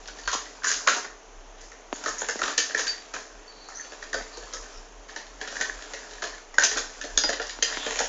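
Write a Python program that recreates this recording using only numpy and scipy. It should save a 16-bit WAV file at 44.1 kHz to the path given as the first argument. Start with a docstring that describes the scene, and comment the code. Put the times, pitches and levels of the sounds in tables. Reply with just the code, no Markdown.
"""Loose metal rubs softly from the start as a cat stirs, and room hiss and a deep, wavering hum run throughout.
The cat, in a small collar bell, clambers behind a folded metal drying rack in a small tiled room. Bumps strike
the modes of frame and tubes, rebound and jiggle on; random slips make the rubbing, scrapes and bell rattle.
Thin parts and the bell ping, single tubes clink, and dry taps and low floor thuds sit close to a phone's
narrow-band microphone."""
import sys
import numpy as np
from scipy import signal
from scipy.fft import rfft, irfft
from scipy.io import wavfile

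SR = 44100
rng = np.random.default_rng(int(sys.argv[2]) if len(sys.argv) > 2 else 0)


def bounce(signal):
    """Save signal as a 16-bit WAV file at the path given by the first command-line argument."""
    frames = np.transpose(np.atleast_2d(signal))
    limited = np.clip(frames, -1, 1)
    pcm = np.round(limited * 32767).astype(np.int16)
    wavfile.write(sys.argv[1], SR, pcm)


N = 356328
TIME = np.arange(N) / SR
RING_TIME = np.arange(3072) / SR

# colour of the room hiss: (frequency [Hz], relative density [dB per Hz])
AIR_COLOUR = [(35, -65), (60, -12.5), (146, -32.5), (189, -11.5), (236, -20), (272, -6.5), (399, -9),
              (432, -1), (518, -9.5), (646, -5), (2080, -17), (3180, -19), (4850, -26), (6430, -13.5),
              (7400, -26.5), (9620, -66), (16300, -120)]
AIR_DB = -50.5  # rms
# deep hum before its waver: (time [s], level [dB])
HUM_LEVELS = [(0.0, -50), (0.47, -54.5), (0.81, -65), (1.44, -47.5), (2.48, -61.5), (5.02, -49),
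              (5.15, -54), (7.88, -48), (8.08, -55)]

# how hard the cat stirs against the rack, before the rubbing mix: (time [s], level [dB])
STIRRING = [(0.0, -45.5), (0.55, -42.5), (1.05, -59), (1.2, -56), (1.9, -54), (1.98, -36.5), (2.85, -41.5),
            (3.02, -46), (3.6, -51.5), (3.85, -43.5), (4.7, -42), (4.95, -52.5), (5.35, -47.5),
            (5.75, -38.5), (6.3, -42), (6.5, -52), (6.9, -39.5), (8.08, -43)]
# shoves that set the tubes sliding, before the rubbing mix: (time [s], length [s], level [dB])
SHOVE_EVENTS = [(0.628, 0.32, -39), (0.876, 0.11, -32.5), (2.058, 0.015, -31.5), (2.428, 0.071, -29.5),
                (2.79, 0.13, -42), (5.5, 0.15, -40), (7.654, 0.39, -35.5)]
SHOVE_ATTACK_S, SHOVE_RELEASE_S = 0.0099, 0.054
# shares of the sliding motion that reach frame and tubes
RUB_FRAME_DB, RUB_TUBE_DB = -9, -7
# tubes catch in sparse slips while the rubbing place moves
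CATCHES_PER_S, CATCH_SPREAD_DB, RUB_PLACES_PER_S = 220, 3, 16
RUB_DETUNE = 0.05  # fraction of each mode's frequency

# bumps of the rack: (time [s], frame level [dB], tube level [dB], tube centre [Hz], joint level [dB],
# edge level [dB], edge centre [Hz], jiggle relative to the bump [dB], chatter time scale [s])
RACK_BUMPS = [(0.081, -48.5, -42, 1630, -46.5, -51, 6100, -11, 0.005),
              (0.186, -52, -45, 1870, -51, -46.5, 6240, -5, 0.0047),
              (0.275, -44.5, -28.5, 1450, -34, -33, 6800, -4.5, 0.0033),
              (0.314, -52, -42, 1400, -41, -35, 6600, -5, 0.0047),
              (0.329, -37, -28, 1150, -34, -26.5, 6800, -7.5, 0.0086),
              (0.634, -58, -37, 1560, -47.5, -43, 6700, -13, 0.0025),
              (0.643, -49, -30.5, 1450, -39.5, -26.5, 6640, 2, 0.0044),
              (0.675, -62, -39.5, 1600, -39, -29.5, 6400, 7, .005),
              (0.691, -56, -39, 1640, -45, -32, 6600, -6, 0.00081),
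              (0.714, -57, -36, 1640, -40, -25, 6140, -2.5, 0.0034),
              (0.741, -60, -40, 1560, -38.5, -34, 5600, -13, 0.0016),
              (0.873, -30, -18, 1520, -28, -23.5, 6400, -9, 0.0023),
              (0.884, -32, -23, 1570, -30.5, -24.5, 6560, -15, 0.0014),
              (0.922, -48, -45.5, 1550, -42.5, -42, 6300, -3, .0013),
              (0.963, -37.5, -41, 1440, -51, -34.5, 6300, -1.5, 0.0049),
              (1.044, -44.5, -38.5, 1590, -53, -49, 6270, 1, 0.0034),
              (1.608, -76, -59, 1600, -61, -48, 6300, 5.5, 0.0052),
              (1.717, -54, -46.5, 1890, -59, -52, 6240, -19, 0.0028),
              (2.038, -49, -39, 1700, -47.5, -38, 6600, -4, 0.0047),
              (2.06, -35, -29.5, 1600, -39, -36, 6530, -11, 0.0031),
              (2.079, -43, -31, 1290, -47, -31.5, 6500, -17, 0.0058),
              (2.217, -37.5, -34.5, 1380, -43, -44, 6600, -16, 0.0021),
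              (2.286, -34, -29, 1700, -42, -29, 6660, -14, 0.0031),
              (2.297, -45, -39, 1600, -42, -30.5, 6600, -10, 0.0021),
              (2.391, -40.5, -35.5, 1540, -48, -37, 6540, -3, 0.0037),
              (2.417, -37.5, -26.5, 1340, -38, -35.5, 6700, -14, 0.0017),
              (2.479, -42, -30.5, 1670, -37, -40, 6100, -12, 0.0032),
              (2.578, -36.5, -26, 1950, -27, -20, 6080, -4, 0.0042),
              (2.695, -42, -41, 1670, -44, -46, 6300, -23, 0.0047),
              (2.747, -35.5, -27.5, 1830, -38.5, -34, 6700, -10, 0.0021),
              (2.775, -47, -35, 1710, -40, -31.5, 6400, 5.5, 0.008),
              (2.792, -36.5, -30, 1660, -37.5, -29.5, 6370, -18, 0.002),
              (2.867, -65, -32, 1750, -35.5, -32.5, 5940, -11, 0.0079),
              (3.138, -40.5, -35, 1760, -45.5, -37, 6300, 4, .005),
              (3.686, -56, -43.5, 1080, -66, -47.5, 6700, 5.5, .002),
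              (3.92, -44.5, -46, 1670, -49.5, -48, 6000, -13, 0.0032),
              (4.026, -55, -44, 1910, -48.5, -46.5, 5350, -22, 0.0041),
              (4.13, -43, -30.5, 1600, -43.5, -38, 6400, -3, 0.0021),
              (4.141, -30.5, -30.5, 1530, -43, -35, 6500, -4, .003),
              (4.371, -45, -51, 1570, -52, -42.5, 6400, -7, 0.0027),
              (4.425, -48, -49, 1700, -54, -57, 6400, -8, 0.0028),
              (4.535, -43, -41.5, 1340, -46.5, -33.5, 6600, -5, 0.0053),
              (5.086, -67, -50, 1730, -54, -50.5, 6300, 5.5, 0.008),
              (5.161, -44, -39, 1760, -42.5, -41, 6300, -3, .004),
              (5.412, -40, -34, 1760, -44, -40.5, 6340, -4, 0.0038),
              (5.474, -45, -39, 1800, -43, -40.5, 6300, -12, 0.0052),
              (5.524, -42, -42, 1750, -53, -47, 6300, -15, 0.0031),
              (5.555, -47, -41, 1680, -46, -43, 6300, 0, 0.0042),
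              (5.602, -39, -40, 1700, -45, -40, 6300, -11, .003),
              (5.61, -38, -26, 1690, -35, -28.5, 6350, -19, 0.005),
              (5.935, -39.5, -38.5, 1820, -41.5, -40, 6500, -7, 0.0039),
              (6.22, -38, -34, 1720, -41, -39, 6240, 1.5, 0.0057),
              (6.239, -41.5, -39, 1580, -40, -37.5, 6400, -4.5, .0027),
              (6.541, -49, -44, 1650, -58, -45, 6300, -21, 0.0027),
              (6.584, -31, -27, 1540, -32, -24, 6140, -9, 0.0013),
              (6.622, -38, -24.5, 1540, -34.5, -28, 5860, -11, 0.0039),
              (6.636, -34, -30, 1640, -27.5, -17, 6340, -6.5, 0.0039),
              (6.713, -41, -36, 1580, -41, -35, 6270, 4.5, 0.0028),
              (6.758, -36.5, -34, 1520, -45, -47, 6300, -16, .0065),
              (6.771, -36.5, -28.5, 1390, -33.5, -26, 6500, -13, 0.0082),
              (7.012, -61, -36, 1640, -42.5, -39, 5870, -20, 0.0028),
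              (7.038, -35.5, -43, 1790, -44, -41, 5970, -13, 0.0039),
              (7.1755, -36.5, -28.5, 1550, -29.5, -21, 6270, -24, 0.00098),
              (7.236, -31, -29.5, 1910, -33, -36, 5430, -22, 0.0021),
              (7.2902, -27.5, -27.5, 1750, -36.5, -29.5, 6600, -12, 0.0021),
              (7.329, -36, -34, 1600, -37.5, -38, 6300, -23, 0.0039),
              (7.398, -32, -31, 1600, -43, -49, 6350, -16, 0.0029),
              (7.416, -40.5, -39, 1850, -41, -39, 4800, -3, 0.0032),
              (7.469, -59, -56, 1750, -49, -39, 5600, -20, 0.0015),
              (7.494, -58, -46, 1900, -40, -38.5, 5670, -18, 0.0023),
              (7.624, -34, -28, 2020, -27.5, -23.5, 6040, -15, 0.0021),
              (7.724, -49, -40, 1850, -52, -40, 6300, -13, 0.00086),
              (7.864, -31.5, -33, 1970, -39, -40, 6800, -21, 0.0031),
              (7.908, -39.5, -35.5, 1940, -45, -38, 6700, -8, 0.0011),
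              (7.958, -39, -38, 2000, -49, -36, 6700, -12, 0.0012),
              (7.989, -37, -30.5, 2000, -34.5, -25.5, 6200, -15, 0.0026),
              (8.003, -27, -32.5, 1500, -49, -49, 6700, -20, 0.0016)]
CONTACT_S = 0.014  # the time over which a contact's level is reckoned
FRAME_HZ = 570  # where the frame sings in every bump
EDGE_WIDTH_HZ = 3800
# the rack rocks back and strikes again, more with its frame than with its tubes
REBOUND_S = 0.011
REBOUND_DB = np.array([-7, -20.5, -5.5, -5.5])  # frame, tubes, joint, edge
# the tubes slip before they meet, then jiggle; slip level is relative to the bump
SLIP_S, SLIP_DB = 0.01, -14
JIGGLE_RISE_S, JIGGLE_T60_S = 0.004, 0.36
# loose parts tick at random, at a level relative to the sliding motion
TICKS_PER_S, TICK_DB, TICK_SPREAD_DB, TICK_JOINT_DB = 6, -10, 3, 1

# modes of the whole frame: (frequency [Hz], relative level [dB], t60 [s])
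FRAME_MODES = [(255, -17, 0.076), (330, 2.5, 0.028), (394, -16, 0.0085), (441.5, -3.5, 0.088),
               (521, 1.5, 0.026), (607, 8.5, 0.014), (643, -4, 0.035), (732, 0, 0.028), (810, 6.5, 0.0055),
               (895, 5, 0.011)]
# modes of the single tubes: (frequency [Hz], relative level [dB], t60 [s])
TUBE_MODES = [(1054, -2, 0.021), (1136, -4.5, 0.014), (1255, -6, 0.022), (1335, -6, 0.033),
              (1330, -14, 0.019), (1482, 1, 0.015), (1606, -5.5, 0.02), (1723, 3.5, 0.012),
              (1849, -1, 0.018), (2074, 3.5, 0.005), (2150, -28, 0.017)]
# colour of a joint's clack: (frequency [Hz], relative level [dB])
JOINT_COLOUR = [(1500, -19.5), (2200, 0), (2900, 4), (3600, 3.5), (4300, 4), (5200, -9), (7000, -36)]
# colour of an edge's tick: (frequency [Hz], relative level [dB])
EDGE_COLOUR = [(2500, -40.5), (4200, -21.5), (4800, -5.5), (5800, -3.5), (6700, 0), (7200, -6.5),
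               (7800, -4)]
# colour of a sliding contact's hiss: (frequency [Hz], relative level [dB])
SLIDE_COLOUR = [(1200, -67), (2300, -3.5), (3200, -5.5), (4400, -5.5), (5500, -3), (6900, -2.5), (7700, 3)]

# scrapes with one gliding resonance, level before the fades:
# (time [s], length [s], start frequency [Hz], end frequency [Hz], pole width [Hz], level [dB])
SCRAPE_EVENTS = [(0.075, 0.016, 5700, 5830, 3920, -40.5), (0.647, 0.081, 1690, 1600, 300, -33.5),
                 (0.665, 0.035, 6960, 6800, 600, -28.5), (1.925, 0.044, 6760, 6770, 900, -42.5),
                 (2.179, 0.048, 6360, 6900, 1100, -33), (2.211, 0.039, 394, 680, 350, -40),
                 (3.745, 0.078, 5970, 6300, 450, -40.5), (4.327, 0.028, 4430, 4600, 500, -47.5),
                 (4.706, 0.088, 5630, 5300, 700, -52.5), (6.325, 0.027, 1780, 1760, 248, -43.5),
                 (6.591, 0.067, 1560, 1700, 350, -30), (7.69, 0.1, 1850, 1880, 500, -40),
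                 (7.718, 0.17, 3350, 3470, 1100, -40), (7.862, 0.2, 3250, 3100, 800, -44),
                 (7.81, 0.29, 6870, 6850, 700, -42.5)]
# shakes of the collar bell: (time [s], length [s], frequency [Hz], rms level while shaken [dB])
BELL_SHAKES = [(0.1, 0.13, 4600, -62), (0.232, 0.045, 4520, -49), (3.5, 0.29, 4130, -59),
               (3.55, 0.25, 4490, -57), (3.8, 0.12, 4500, -55), (4.33, 0.056, 4140, -55),
               (4.33, 0.16, 4430, -58), (6.683, 0.12, 4620, -46)]
BELL_T60_S = 0.08
# tubes, thin metal parts and the struck collar bell left ringing, level before rise and flutter: # (time [s],
# frequency [Hz], level [dB], t60 [s])
PING_EVENTS = [(0.871, 1052, -18.5, 0.1), (0.875, 1130, -17, 0.095), (0.873, 1337, -24, 0.099),
               (0.874, 1654, -22, 0.1), (0.276, 1566, -16, 0.033), (1.931, 4500, -47.5, 0.28),
               (2.582, 4620, -29, 0.26), (2.582, 2900, -29, 0.099), (2.581, 6360, -24, 0.098),
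               (2.878, 4640, -19.5, 0.15), (2.895, 4606, -28, 0.15), (3.478, 4520, -40, 0.22),
               (4.14, 4610, -35, 0.34), (4.377, 477, -35, 0.11), (4.541, 456, -43, 0.25),
               (4.541, 1300, -39.5, 0.25), (6.583, 1545, -17, 0.21), (6.584, 1800, -21, 0.2),
               (6.583, 1588, 0, 0.026), (6.635, 6020, -23, 0.15), (6.636, 5600, -31, .25),
               (7.175, 4600, -39, 0.3), (7.175, 6480, -10, 0.049), (7.175, 3520, -10.5, 0.016),
               (7.174, 6690, -21, 0.063), (7.176, 3780, -31, 0.2), (7.175, 4930, -26, 0.34),
               (7.175, 4760, -37, 0.25), (7.236, 5690, -19, 0.03), (7.236, 4910, -21, 0.28),
               (7.236, 4760, -27.5, 0.3), (7.625, 6310, -6.5, 0.037), (7.625, 4840, -38, 0.4),
               (7.625, 4905, -30, 0.48), (7.626, 3200, -17, 0.038), (7.626, 5750, -22, 0.085)]
PING_DRIFT_HZ, PING_FLUTTER_DB, PING_SHAKES_PER_S = 14, 2.5, 140
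# dry taps close to the microphone: (time [s], peak level [dB], brightness [Hz])
DRY_TAPS = [(0.35, -25, 480), (1.9277, -12, 1010), (2.357, -22.5, 590), (2.434, -10.5, 2700),
            (2.982, -26, 2800), (3.003, -33, 2600), (4.21, -26, 700), (5.698, -22.5, 1500),
            (7.589, -24, 1000), (7.772, -15, 1760)]
# soft thuds through the floor: (time [s], peak level [dB])
FLOOR_THUDS = [(0.35, -55), (1.625, -54.5), (2.36, -69), (4.15, -54), (4.44, -54), (6.583, -43),
               (7.265, -49)]
THUD_HZ, THUD_T60_S = 117, 0.02
# one tube touches another and clinks once: (time [s], frequency [Hz], envelope peak [dB])
TUBE_CLINKS = [(0.621, 1560, -33), (0.646, 1744, -16.5), (0.670, 1600, -19), (0.704, 1658, -23),
               (0.718, 1610, -22), (0.866, 1400, -28), (0.9205, 1701, -23), (0.93, 1400, -23),
               (0.9617, 1140, -24), (0.982, 1300, -26.5), (2.0597, 1281, -21), (2.295, 1550, -21),
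               (2.418, 1305, -19), (2.523, 1700, -31), (2.7083, 1625, -26.5), (2.748, 1805, -16),
               (3.69, 1460, -36), (3.722, 1800, -36.5), (3.797, 1798, -29.5), (4.0261, 1820, -29.5),
               (4.569, 1800, -34), (5.095, 1730, -36), (5.163, 1740, -29), (5.4746, 1744, -32),
               (5.5677, 1765, -23), (5.6284, 1658, -34), (5.6962, 1740, -21.5), (6.183, 1750, -35),
               (7.4976, 1820, -28)]
CLINK_RISE_S = 0.0013

ROOM_PLACES_PER_S = 4
TOP_HZ = 7200  # upper edge of the microphone's band


def amp(db):
    """Decibels to gain."""
    return 10 ** (np.asarray(db) / 20)


def unit(x):
    """Scale to rms 1."""
    return x / np.sqrt(np.mean(x ** 2) + 1e-20)


def decay(t, t60):
    """Exponential fade by 60 dB in t60 seconds."""
    return np.exp(-np.log(1000) * t / t60)


def add(out, s, x):
    """Mix x into out, starting at s seconds."""
    i = max(int(s * SR), 0)
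    out[i:i + len(x)] += x[:max(N - i, 0)]


def through(x, response):
    """Pass x through an impulse response."""
    return signal.fftconvolve(x, response)[:len(x)]


def click(points, size=4096):
    """The causal, minimum-phase impulse response of a given (frequency [Hz], level [dB]) colour."""
    hz, db = np.transpose(points)
    bins_hz = np.arange(size // 2 + 1) * SR / size
    gain = amp(np.interp(np.log(bins_hz + 1), np.log(hz), db))
    # folding the cepstrum forward in time makes the response causal
    cepstrum = irfft(np.log(gain))
    cepstrum[1:size // 2] *= 2
    cepstrum[size // 2 + 1:] = 0
    return irfft(np.exp(rfft(cepstrum)))


def wander(per_s):
    """A random drift with a spread of roughly 1, heading for a new value per_s times a second."""
    return np.interp(TIME * per_s, np.arange(1024), rng.standard_normal(1024))


def slips(size, per_s, spread_db):
    """Stick and slip: clicks at random moments, a few stronger than the rest."""
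    happens = rng.random(size) < per_s / SR
    strength = amp(spread_db * np.minimum(rng.exponential(1, size), 3))
    return happens * rng.choice([-1, 1], size) * strength


def ring(modes, centre_hz=None, scatter_db=2, focus_db=30, detune=0.019, rise_cycles=0.45):
    """Modes swell within a cycle or so and decay; each blow shuffles them and favours those near centre_hz."""
    hz, db, t60 = np.transpose(modes)
    hz = hz * (1 + detune * rng.standard_normal(len(hz)))
    db = db + scatter_db * rng.standard_normal(len(hz))
    if centre_hz:
        db = db - focus_db * np.abs(np.log2(hz / centre_hz))  # focus_db per octave
    weight = amp(db) * rng.choice([-1, 1], len(hz))
    cycles = hz[:, None] * RING_TIME
    swell = (1 - np.exp(-cycles / rise_cycles)) ** 2
    return weight @ (np.sin(2 * np.pi * cycles) * swell * decay(RING_TIME, t60[:, None]))


def roaming(x, draw_response, per_s):
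    """The sound comes from ever new places, each with its own response, fading into each other."""
    out, hop = np.zeros(N), SR // per_s
    for i in range(-hop, N, hop):
        span = np.arange(max(i, 0), min(i + 2 * hop, N))
        fade = np.sin(np.pi * (span - i) / (2 * hop))
        add(out, span[0] / SR, signal.fftconvolve(x[span] * fade, draw_response()))
    return out


def background(hum_hz=33.0, waver_hz=4.3, waver_db=4.5):
    """Even room hiss from coloured noise, over a deep sine hum that wavers in pitch and level."""
    air = amp(AIR_DB) * unit(through(rng.standard_normal(N), click(AIR_COLOUR)))
    hum = unit(np.sin(2 * np.pi * np.cumsum(hum_hz + waver_hz * wander(14)) / SR))
    hum_db = np.interp(TIME, *np.transpose(HUM_LEVELS)) + waver_db * wander(18)
    return air + hum * amp(hum_db)


def sliding():
    """How strongly the tubes slide: the cat's stirring plus each shove's attack, hold and release."""
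    motion = amp(np.interp(TIME, *np.transpose(STIRRING)))
    for s, seconds, db in SHOVE_EVENTS:
        corners = s + np.array([0, SHOVE_ATTACK_S, seconds, seconds + SHOVE_RELEASE_S])
        motion = motion + amp(db) * np.interp(TIME, corners, [0, 1, 1, 0])
    return motion


def jiggling():
    """Gains of frame, tubes, joints and edges as they slip into each bump and shake on after it."""
    power, t = np.zeros((4, N)), TIME[:SR]
    slip = np.linspace(0, 1, int(SLIP_S * SR))
    shake = (1 - np.exp(-t / JIGGLE_RISE_S)) * decay(t, JIGGLE_T60_S)
    for s, frame_db, tube_db, _, joint_db, edge_db, _, jiggle_db, _ in RACK_BUMPS:
        for part, db in zip(power, (frame_db, tube_db, joint_db, edge_db)):
            add(part, s - SLIP_S, (amp(db + SLIP_DB) * slip) ** 2)
            add(part, s, (amp(db + jiggle_db) * shake) ** 2)
    return np.sqrt(power)


def rubbing(motion, per_s=800, spread_db=2.0, hiss_share=0.14, hiss_db=5, joint_db=2, edge_db=3, tube_db=-1):
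    """Dense slips excite frame, joints, edges and contact hiss; sparser catches ring ever different tubes."""
    push = slips(N, per_s, spread_db) + hiss_share * rng.standard_normal(N)
    responses = ring(FRAME_MODES, detune=0), click(JOINT_COLOUR), click(EDGE_COLOUR), click(SLIDE_COLOUR)
    frame, joint, edge, hiss = (unit(through(push, response)) for response in responses)
    catches = slips(N, CATCHES_PER_S, CATCH_SPREAD_DB)
    caught = roaming(catches, lambda: unit(ring(TUBE_MODES, detune=RUB_DETUNE)), RUB_PLACES_PER_S)
    tubes = amp(tube_db) * unit(caught)
    frame_shake, tube_shake, joint_shake, edge_shake = jiggling()
    # sliding and jiggling add in power
    body = frame * np.hypot(amp(RUB_FRAME_DB) * motion, frame_shake)
    body += tubes * np.hypot(amp(RUB_TUBE_DB) * motion, tube_shake)
    rattle = amp(joint_db) * joint * joint_shake + amp(edge_db) * edge * edge_shake
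    return body + rattle + amp(hiss_db) * hiss * motion


def scrapes(per_s=900, spread_db=3, fade_share=0.28):
    """Pressed harder, a sliding contact sings roughly in one resonance that glides as the contact moves."""
    out = np.zeros(N)
    for s, seconds, start_hz, end_hz, width_hz, db in SCRAPE_EVENTS:
        size = int(seconds * SR)
        turn = np.exp(2j * np.pi * np.cumsum(np.linspace(start_hz, end_hz, size)) / SR)
        pole = np.exp(-np.pi * width_hz / SR)
        grit = slips(SR, per_s, spread_db)[:size]
        # a double-pole low-pass, turned along with the glide, becomes the moving resonance
        song = np.real(turn * signal.lfilter([1], np.poly([pole, pole]), grit / turn))
        add(out, s, amp(db) * unit(song) * signal.windows.tukey(size, fade_share))
    return out


def chatter(seconds, first=0.11, count=48):
    """A first contact and a dying flurry of rebounds, spread over a time scale in seconds."""
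    push = np.zeros(len(RING_TIME))
    lag = rng.gamma(1.25, 1.4, count)
    place = np.minimum(lag * max(seconds, 0) * SR, len(push) - 1).astype(int)
    hits = rng.choice([-1, 1], count) * rng.uniform(0.8, 1, count) * np.exp(-lag / 3)
    np.add.at(push, place, hits)
    push[0] += first
    return push


def burst(x, db):
    """Scale a short sound to a level of db over the time of one contact."""
    return amp(db) * x * np.sqrt(CONTACT_S * SR / (np.sum(x ** 2) + 1e-20))


def resonate(x, hz, width_hz):
    """One resonance, gain 1 at its centre."""
    return signal.lfilter(*signal.iirpeak(hz, hz / width_hz, fs=SR), x)


def strike(joint, edge, levels, tube_hz, edge_hz, seconds):
    """One contact shakes frame and tubes, clacks a joint and ticks an edge, at four levels in dB."""
    push = chatter(seconds)
    frame, tubes = ring(FRAME_MODES, FRAME_HZ, focus_db=7.0), ring(TUBE_MODES, tube_hz)
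    parts = [frame, tubes, joint, resonate(edge, edge_hz, EDGE_WIDTH_HZ)]
    return sum(burst(through(push, response), db) for response, db in zip(parts, levels))


def knocks(motion, tick_hz=1700, tick_edge_hz=6300, light_chatter_s=0.002):
    """Each bump strikes and rebounds; loose parts tick at random, scaled by the sliding motion."""
    out = np.zeros(N)
    joint, edge = click(JOINT_COLOUR), click(EDGE_COLOUR)
    for s, frame_db, tube_db, tube_hz, joint_db, edge_db, edge_hz, _, seconds in RACK_BUMPS:
        levels = np.array([frame_db, tube_db, joint_db, edge_db])
        add(out, s, strike(joint, edge, levels, tube_hz, edge_hz, seconds))
        rebound = strike(joint, edge, levels + REBOUND_DB, tube_hz, edge_hz, light_chatter_s)
        add(out, s + REBOUND_S * rng.uniform(0.8, 1.2), rebound)
    tick_levels = [RUB_FRAME_DB, 0, TICK_JOINT_DB, 0]
    for place, chance in rng.random((int(TICKS_PER_S * N / SR), 2)):
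        tick = strike(joint, edge, tick_levels, tick_hz, tick_edge_hz, light_chatter_s)
        gain = motion[int(place * N)] * amp(TICK_DB + TICK_SPREAD_DB * (2 * chance - 1))
        add(out, place * N / SR, gain * tick)
    return out


def jingles(per_s=400):
    """The pellet rolls about in the collar bell and keeps its decaying note alive."""
    out, t = np.zeros(N), TIME[:SR]
    for s, seconds, hz, db in BELL_SHAKES:
        pellet = slips(len(t), per_s, 0.56) * (t < seconds)
        pellet[0] += 1
        note = through(pellet, np.sin(2 * np.pi * hz * t) * decay(t, BELL_T60_S))
        add(out, s, amp(db) * note / np.std(note[t < seconds]))
    return out


def waver(hz, drift_hz, flutter_db, per_s):
    """A second of a note whose pitch and level shake as the part touches its neighbours."""
    drift, flutter = (np.interp(TIME[:SR] * per_s, np.arange(512), rng.standard_normal(512)) for _ in range(2))
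    return np.sin(2 * np.pi * np.cumsum(hz + drift_hz * drift) / SR) * amp(flutter_db * flutter)


def pings(rise_s=0.0009):
    """Tubes, thin metal parts and the collar bell ring on, each with one slightly shaky, decaying pitch."""
    out, t = np.zeros(N), TIME[:SR]
    for s, hz, db, t60 in PING_EVENTS:
        note = waver(hz, PING_DRIFT_HZ, PING_FLUTTER_DB, PING_SHAKES_PER_S)
        add(out, s, amp(db) * note * decay(t, t60) * (1 - np.exp(-t / rise_s)))
    return out


def taps():
    """Short dry taps: a strong first contact and a few rebounds, coloured by a brightness."""
    out = np.zeros(N)
    for s, db, hz in DRY_TAPS:
        colour = [(90, -35), (240, 0), (hz, 0), (4.1 * hz, -20), (16000, -40)]
        tap = through(chatter(0.0032, first=3.4, count=8), click(colour))
        add(out, s, amp(db) * tap / np.abs(tap).max())
    return out


def thuds(rise_s=0.0024):
    """Weight comes down on the floor: a few dull cycles of a damped sine."""
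    out, t = np.zeros(N), RING_TIME
    thud = np.sin(2 * np.pi * THUD_HZ * t) * (1 - np.exp(-t / rise_s)) * decay(t, THUD_T60_S)
    for s, db in FLOOR_THUDS:
        add(out, s, amp(db) * thud / thud.max())
    return out


def clinks():
    """A single tube swells for a few cycles and is damped at once."""
    out = np.zeros(N)
    shape = RING_TIME / CLINK_RISE_S * np.exp(1 - RING_TIME / CLINK_RISE_S)
    for s, hz, db in TUBE_CLINKS:
        add(out, s, amp(db) * shape * np.sin(2 * np.pi * hz * RING_TIME))
    return out


def echoes(t60_low=0.3, t60_high=0.35, low_db=-2, high_db=1, first_s=0.0037, build_s=0.0027):
    """Tiles and a door: sparse early echoes thicken into a bright tail, split at 2500 Hz."""
    t = TIME[:SR // 2]
    late = np.maximum(t - first_s, 0)
    density = np.minimum(0.01 + 12 * late, 1)
    arrivals = rng.standard_normal(len(t)) * (rng.random(len(t)) < density) / np.sqrt(density)
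    arrivals = arrivals * (1 - np.exp(-late / build_s))
    low = signal.sosfilt(signal.butter(2, 2500, fs=SR, output="sos"), arrivals)
    high = signal.sosfilt(signal.butter(2, 2500, "high", fs=SR, output="sos"), arrivals)
    response = 0
    # the high band is flipped so the two add up around the split
    for band, t60, db in [(low, t60_low, low_db), (-high, t60_high, high_db)]:
        fade = decay(t, t60)
        response = response + amp(db) * band * fade / np.linalg.norm(fade)
    return response


def room(x):
    """Each place on the rack has its own pattern of echoes."""
    return roaming(x, echoes, ROOM_PLACES_PER_S)


def scene(bass_edge_hz=185, knock_room_db=-2.0, rub_direct_db=-4, rub_room_db=-8, ping_room_db=-10,
          tap_room_db=-16, scrape_room_db=-4, clink_room_db=-7):
    """Rack, bell, taps, floor thuds, room and background at one microphone."""
    ambience, motion = background(), sliding()
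    rub, scrape, knock = rubbing(motion), scrapes(), knocks(motion)
    metal, tap, clink = jingles() + pings(), taps(), clinks()
    # the rubbing comes from behind the rack, partly screened from the microphone
    direct = amp(rub_direct_db) * rub + scrape + knock + metal + tap + clink
    to_room = amp(rub_room_db) * rub + amp(scrape_room_db) * scrape + amp(knock_room_db) * knock
    to_room += amp(ping_room_db) * metal + amp(tap_room_db) * tap + amp(clink_room_db) * clink
    # thin tubes radiate almost no bass
    radiation = signal.butter(6, bass_edge_hz, "high", fs=SR, output="sos")
    return (signal.sosfilt(radiation, direct + room(to_room)) + thuds() + ambience)[None]


def record(dry, ceiling=4.9):
    """The phone cuts the treble steeply above TOP_HZ; a high ceiling leaves the knocks almost untouched."""
    limited = ceiling * np.tanh(dry / ceiling)
    return signal.sosfilt(signal.cheby1(12, 0.3, TOP_HZ, fs=SR, output="sos"), limited)


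dry = scene()
out = record(dry)
bounce(out)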